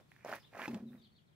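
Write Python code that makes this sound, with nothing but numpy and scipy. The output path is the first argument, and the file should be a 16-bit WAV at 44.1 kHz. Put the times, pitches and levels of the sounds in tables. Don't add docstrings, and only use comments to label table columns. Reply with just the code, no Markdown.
import sys
import numpy as np
from scipy import signal
from scipy.fft import rfft, irfft, next_fast_len
from scipy.io import wavfile
from scipy.ndimage import map_coordinates

SR = 44100
rng = np.random.default_rng(int(sys.argv[2]) if len(sys.argv) > 2 else 0)


def unload_audio(sound):
    columns = np.transpose(np.atleast_2d(sound))
    steps = np.round(np.clip(columns, -1, 1) * 32767)
    wavfile.write(sys.argv[1], SR, steps.astype(np.int16))


def linear_from_db(decibels):
    return 10 ** (np.asarray(decibels, float) / 20)


N = 59535

# f/Hz, density level/dB
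GRIT = [(1760, -17), (3000, -5), (3350, -8), (3590, -8.5), (4860, -8.5), (8030, -18.5), (12100, -14.5),
        (15600, -16)]
# t/s, peak level/dB, f/Hz
SNAPS = [(0.117, -45.5, 1980), (0.163, -50.5, 1750), (0.247, -33.5, 585), (.255, -50, 484),
         (0.26, -32.5, 615), (0.264, -41.5, 580), (0.281, -37.5, 1240), (.281, -55, 2270),
         (.286, -38, 1650), (0.291, -34, 597), (.291, -44, 2200), (0.296, -38.5, 650), (.303, -38.5, 1480),
         (.307, -49, 594), (0.315, -33, 745), (.316, -41.5, 2530), (.322, -49, 1280), (0.326, -27, 1345),
         (.327, -32, 666), (.332, -38, 614), (0.335, -29.5, 1600), (.335, -56, 2270), (0.339, -34, 890),
         (0.345, -50, 1620), (.346, -43, 537), (0.352, -46, 1880), (.355, -43, 647), (0.363, -37.5, 1750),
         (.369, -47, 1740), (.378, -51, 1840), (0.385, -50, 1780), (0.528, -48.5, 700), (.535, -46.5, 1720),
         (.539, -53, 600), (0.548, -39, 690), (.554, -40, 1640), (0.567, -40.5, 746), (.567, -58, 1900),
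         (.578, -48, 2440), (.583, -48, 1700), (0.59, -36.5, 775), (.59, -61, 2000), (0.594, -32, 1060),
         (.598, -50, 1880), (0.604, -35.5, 1250), (0.6069, -36, 1100), (0.616, -39, 630),
         (.6165, -33, 2870), (.618, -32.5, 1800), (.623, -43, 2200), (.628, -53, 1850), (0.638, -34, 2010),
         (.643, -39, 1980), (0.647, -36, 1780), (.656, -36, 2180), (0.6568, -37, 1690), (.756, -55, 1270),
         (0.919, -61, 1470), (0.931, -54, 1730), (0.948, -55, 544)]
SNAP_LATE_S = 0.000981


def unit(x):
    return x / np.sqrt(np.mean(x ** 2) + 1e-20)


def along(points, hz):
    f, v = np.transpose(points)
    return np.interp(np.log(hz + 1), np.log(f + 1), v)


def wobble(rate):
    knots = rng.standard_normal(int(N * rate / SR) + 4)
    return map_coordinates(knots, [np.arange(N) * rate / SR])


def filtered(x, response):
    m = next_fast_len(N + SR // 4)
    return irfft(rfft(x, m) * response(np.fft.rfftfreq(m, 1 / SR)), m)[..., :N]


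def stereo(pair, alike):
    def turn(hz):
        return np.arccos(np.clip(along(alike, hz), -1, 1)) / 2

    mid, side = filtered(pair, lambda hz: np.array([np.cos(turn(hz)), np.sin(turn(hz))]))
    return np.array([mid + side, mid - side])


def noise(spectrum, channels):
    white = rng.standard_normal((channels, N))
    return unit(filtered(white, lambda hz: linear_from_db(along(spectrum, hz))))


def tail(x, t60):
    t = np.arange(SR // 2) / SR
    echo = rng.standard_normal((2, len(t))) * linear_from_db(-60 * t / t60)
    return signal.fftconvolve(x[None], echo / np.linalg.norm(echo[0]), axes=1)[:, :N]


def pops(s, db, hz, cycles, size):
    s, db, hz, t = s[:, None], db[:, None], hz[:, None], np.arange(size) / SR
    rise = 1 - np.exp(-6 * t * hz)
    wave = linear_from_db(db - 60 * t * hz / (3 * cycles)) * np.sin(2 * np.pi * hz * t) * rise
    at = (s * SR).astype(int) + np.arange(size)
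    return np.bincount(at.ravel(), wave.ravel(), N + size)[:N]


def distance():
    # f/Hz, density level/dB
    hum_spectrum = [(15, -82), (25, -33), (134, -5.5), (204, -14.5), (441, -22.5), (505, -24.5),
                    (757, -26.5), (1110, -29.5), (2500, -33), (3250, -48.5), (5500, -120)]
    # f/Hz, density level/dB
    hiss_spectrum = [(1180, -24), (2000, -11), (2570, -8), (3460, 2), (4290, -4), (5750, -8),
                     (15600, -13.5)]
    # f/Hz, left-right likeness/1
    far_alike = [(60, 0.61), (240, 0.48), (950, -0.45), (3770, -0.089), (15000, 0.05)]
    hum = linear_from_db(-68.5 + wobble(6)) * noise(hum_spectrum, channels=2)
    hiss = linear_from_db(-80.5 + 1.6 * wobble(3.5)) * noise(hiss_spectrum, channels=2)
    side_db = 0.7
    return linear_from_db([[side_db], [-side_db]]) * stereo(hum + hiss, far_alike)


def birds():
    # start t/s, length t/s, first f/Hz, last f/Hz, level/dB
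    slides = [(0.0, .05, 3400, 3600, -86), (.082, .035, 4650, 3800, -83), (.399, .012, 5300, 5100, -69),
              (.411, .011, 4750, 4550, -70), (.423, .009, 4700, 3000, -72), (.43, .025, 2850, 3900, -67),
              (.453, .006, 3800, 3400, -70), (.456, .007, 3500, 4150, -70), (.462, .007, 3500, 3100, -70),
              (.464, .011, 3800, 4000, -74), (.471, .01, 3200, 2800, -72), (.865, .04, 4100, 3400, -74),
              (.905, .03, 3500, 4200, -84), (.975, .035, 4000, 3400, -74), (1.005, .022, 4300, 3000, -75),
              (1.022, .008, 3300, 4200, -77), (1.017, .018, 4700, 4500, -74), (1.03, .033, 4600, 3150, -70),
              (1.04, .018, 4700, 4300, -74), (1.043, .01, 2900, 3300, -75), (1.052, .028, 4000, 2800, -75),
              (1.085, .035, 3000, 4600, -83), (1.12, .016, 4200, 4600, -79), (1.138, .028, 4500, 3300, -77),
              (1.159, .009, 4200, 4550, -73), (1.166, .012, 4550, 3600, -72),
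              (1.176, .022, 3650, 2800, -75), (1.205, .03, 3800, 2800, -85), (1.265, .035, 4500, 3000, -82),
              (1.303, .04, 4300, 2800, -84)]
    stray_share, flutter_db, side_db, lag_samples = .012, 2.5, 1.5, 1
    trees_db, trees_t60 = 2, .2
    out, stray = np.zeros(N + SR), wobble(200)
    for s, length, from_hz, to_hz, db in slides:
        u = np.linspace(0, 1, int(length * SR))
        start = round(s * SR)
        hz = from_hz + (to_hz - from_hz) * u ** 0.9
        hz = hz + stray_share * from_hz * stray[start:][:len(u)]
        whistle = np.sin(2 * np.pi * np.cumsum(hz) / SR)
        out[start:][:len(u)] += linear_from_db(db) * np.sin(np.pi * u) ** .5 * whistle
    out = out[:N] * linear_from_db(flutter_db * wobble(180))
    pair = np.array([np.roll(out, lag_samples), out]) * linear_from_db([[side_db], [-side_db]])
    return pair + linear_from_db(trees_db) * tail(out, trees_t60)


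def brush():
    # middle t/s, half length t/s, level/dB
    s, half, db = (0.933, 0.062, -75.5)
    # f/Hz, density level/dB
    cloth = [(5000, -26), (8000, -7), (12500, -3), (16000, 1)]
    swell = np.exp(-((np.arange(N) / SR - s) / half) ** 2)
    return linear_from_db(db) * swell * noise(cloth, channels=2)


def frame():
    # t/s, length t/s, level/dB, loaded tube f/Hz
    shoves = [(0.6909, 0.03, -38, 236), (.7294, 0.008, -34, 229), (0.7452, 0.021, -36.5, 206),
              (0.7735, 0.006, -42, 210), (0.8015, .008, -41, 213), (0.8224, 0.02, -40, 225),
              (.854, 0.039, -41.5, 233.2), (0.904, 0.032, -46, 237), (0.941, .012, -47, 229),
              (0.952, 0.036, -52.5, 218.5), (1.001, 0.052, -57, 231.6), (1.05, .03, -62, 213.7),
              (1.106, 0.035, -67, 221.6)]
    # pitch ratio/1, level/dB
    modes = [(0.989, 1.5), (0.595, -7.5), (1.58, -15.5), (2.3, -28.5)]
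    rise_s, grip_t60, free_t60 = 0.0013, 0.03, 0.5
    out, t = np.zeros(N + SR), np.arange(SR // 4) / SR
    for s, length, db, hz in shoves:
        ring = 0
        for ratio, level in modes:
            ring = ring + linear_from_db(level + rng.normal(0, 1)) * np.sin(2 * np.pi * hz * ratio * t)
        fall = 60 * t / free_t60 + 60 * np.clip(t - length, 0, 1) / grip_t60
        out[round(s * SR):][:len(t)] += linear_from_db(db - fall) * (1 - np.exp(-t / rise_s)) * ring
    return out[:N]


def ladder():
    # t/s, level/dB, time until damped t/s, scuff level/dB
    knocks = [
        (.6788, -36, .014, -8),
        (.7447, -49, .004, 11),
    ]
    # f/Hz, level/dB, t60/s
    rung = [(200, -8, .06), (305, 3, .07), (450, -6, .04), (850, -1, .035), (1250, -8, .025),
            (1700, -12, .025), (2600, -9, .1), (4064, -24, .05), (5100, -21, .06), (6298, -21, .08),
            (7400, -26, .06), (10900, -34, .03)]
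    scuff_s, damp_t60, rise_s = .013, .03, 0.0002
    settle_db, settle_t60 = -17, .22
    out, t = np.zeros(N + SR), np.arange(SR // 2) / SR
    for s, db, free, scuff_db in knocks:
        ring = 0
        for hz, level, t60 in rung:
            ring = ring - linear_from_db(level + rng.normal(0, 1) - 60 * t / t60) * np.sin(2 * np.pi * hz * t)
        ring = ring * linear_from_db(-60 * np.clip(t - free, 0, 1) / damp_t60) * (1 - np.exp(-t / rise_s))
        rub = np.convolve(rng.standard_normal(len(t)), np.hanning(9) / 4, "same")
        scrape = linear_from_db(scuff_db - 60 * t / scuff_s)
        settle = linear_from_db(scuff_db / 2 + settle_db - 60 * t / settle_t60)
        out[round(s * SR):][:len(t)] += linear_from_db(db) * (ring + (scrape + settle) * rub)
    return out[:N]


def chip_bed(s, grain_hz):
    # f/Hz, level/dB
    chip_colour = [(150, -17.5), (350, 0.5), (700, -6.5), (1500, -4.5), (2600, 0.5), (3600, -31),
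                   (6000, 1.5), (16000, -20)]
    # f/Hz, level/dB
    soil = [(60, -5), (130, -5), (260, 7.5), (500, -26.5)]
    grains_per_s, spread, cycles = 2200, .45, 2.2
    size_db, tilt_db, clump_db = 1.8, 2, 2
    draw = rng.random((int(grains_per_s * N / SR), 2))
    when = np.abs(np.arange(len(draw)) - 3 * draw[:, 0]) / grains_per_s
    scatter = np.exp(spread * rng.standard_normal(len(draw)))
    pitch = np.clip(np.interp(when, s, grain_hz) * scatter, 430, 5000)
    level = tilt_db * np.log2(pitch / 1000) - size_db * np.log(draw[:, 1])
    grains = pops(when, level, pitch, cycles, size=700)
    grains = filtered(grains, lambda hz: linear_from_db(along(chip_colour, hz)))
    grains = unit(linear_from_db(clump_db * wobble(120.33)) * grains)
    return linear_from_db(-1.5) * grains + linear_from_db(-12.5) * noise(soil, channels=1)[0]


def sliding_grit():
    lumps = linear_from_db(2 * wobble(250) + 0.32 * wobble(36.7))
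    return unit(lumps * noise(GRIT, channels=2))


def snaps():
    s, db, pitch = np.transpose(SNAPS)
    s = s + SNAP_LATE_S
    cycles, top_hz = 3, 3300
    out = pops(s, db - 15.5, 1100 - pitch / 5, cycles, size=900)
    out = out - pops(s, db + 1.5, pitch, cycles, size=900)
    return filtered(out, lambda hz: 1 / (1 - (hz / top_hz) ** 2 + 1j * hz / top_hz))


def cracks():
    # t/s, peak level/dB, f/Hz
    ticks = [(0.1172, -45, 9300), (0.161, -59, 5600), (0.2489, -36, 5850), (.2478, -44, 14000),
             (.316, -37, 4730), (.3195, -45, 12000), (.3565, -27.5, 12000), (.5525, -52, 6230),
             (0.5781, -42, 6060), (0.617, -59, 5080), (.6545, -45, 5450), (0.745, -57, 8000),
             (.807, -69, 5500)]
    s, db, _ = np.transpose(SNAPS)
    bursts = np.bincount(((s + SNAP_LATE_S) * SR).astype(int), linear_from_db(db - 26), N)
    fade = linear_from_db(-60 * np.arange(400) / SR / .004)
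    hiss = np.convolve(bursts, fade)[:N] * noise(GRIT, channels=2)
    side_share = .1
    return hiss + pops(*np.transpose(ticks), 3.5, size=200) * [[1], [side_share]]


def chips():
    # t/s, load level/dB, sliding level/dB, grain f/Hz
    steps = [(0, -59.5, -69.5, 536), (0.05, -85.5, -100, 700), (0.111, -77, -76.5, 1580),
             (.2, -71, -81.5, 2080), (0.24, -65, -83, 2010), (0.249, -55, -68, 1090),
             (0.301, -51, -58, 1000), (.35, -49.5, -58, 1430), (0.377, -57.5, -63.5, 1340),
             (0.411, -70.5, -75.5, 1200), (0.508, -76.5, -79.5, 1020), (0.548, -55.5, -72.5, 1210),
             (.59, -49, -64.5, 1054), (0.66, -43, -59, 1460), (0.668, -60, -62.5, 1320),
             (0.693, -54.5, -65, 720), (0.764, -55.5, -68.5, 820), (0.821, -63.5, -81, 550)]
    # t/s, load level/dB, sliding level/dB, grain f/Hz
    shuffle = [
        (.86, -79.5, -83, 700),
        (.915, -77, -81, 800),
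        (0.945, -68, -84, 790),
        (.975, -74.5, -80, 704),
        (1.08, -100, -83, 900),
    ]
    s, load_db, slide_db, grain_hz = np.transpose(np.vstack([steps, shuffle]))
    t = np.arange(N) / SR
    load = linear_from_db(np.interp(t, s, load_db, right=-120))
    slide = linear_from_db(np.interp(t, s, slide_db, right=-120))
    crunch = load * chip_bed(s, grain_hz) + snaps()
    return crunch, slide * sliding_grit() + cracks()


def scene():
    # f/Hz, level/dB
    ports = [(60, 0), (200, .5), (380, -.5), (700, -1.5), (1300, -3.5), (2400, -6.5), (4400, 0),
             (8100, 2.5)]
    # f/Hz, left-right likeness/1
    near_alike = [(300, .97), (2000, .7), (4000, .2), (9000, .05)]
    ground_db, ground_t60 = -9, .06
    lag_s, low_cut_hz = .00005, 110
    crunch, grit = chips()
    near = crunch + ladder()
    near = near + frame() + linear_from_db(ground_db) * tail(near, ground_t60) + stereo(grit, near_alike)
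    side = np.array([[.5], [-.5]])

    def arrival(hz):
        cut = (1j * hz / (low_cut_hz + 1j * hz)) ** 2 * 1j * hz / (low_cut_hz / 2 + 1j * hz)
        return cut * linear_from_db(side * along(ports, hz)) * np.exp(-2j * np.pi * hz * lag_s * side)

    return filtered(near, arrival) + brush() + birds() + distance()


def low_pass(x):
    return signal.sosfilt(signal.butter(12, 15710, fs=SR, output="sos"), x)


def record(dry):
    mix = filtered(dry, lambda hz: hz < 15750)
    return low_pass(mix)


dry = scene()
out = record(dry)
unload_audio(out)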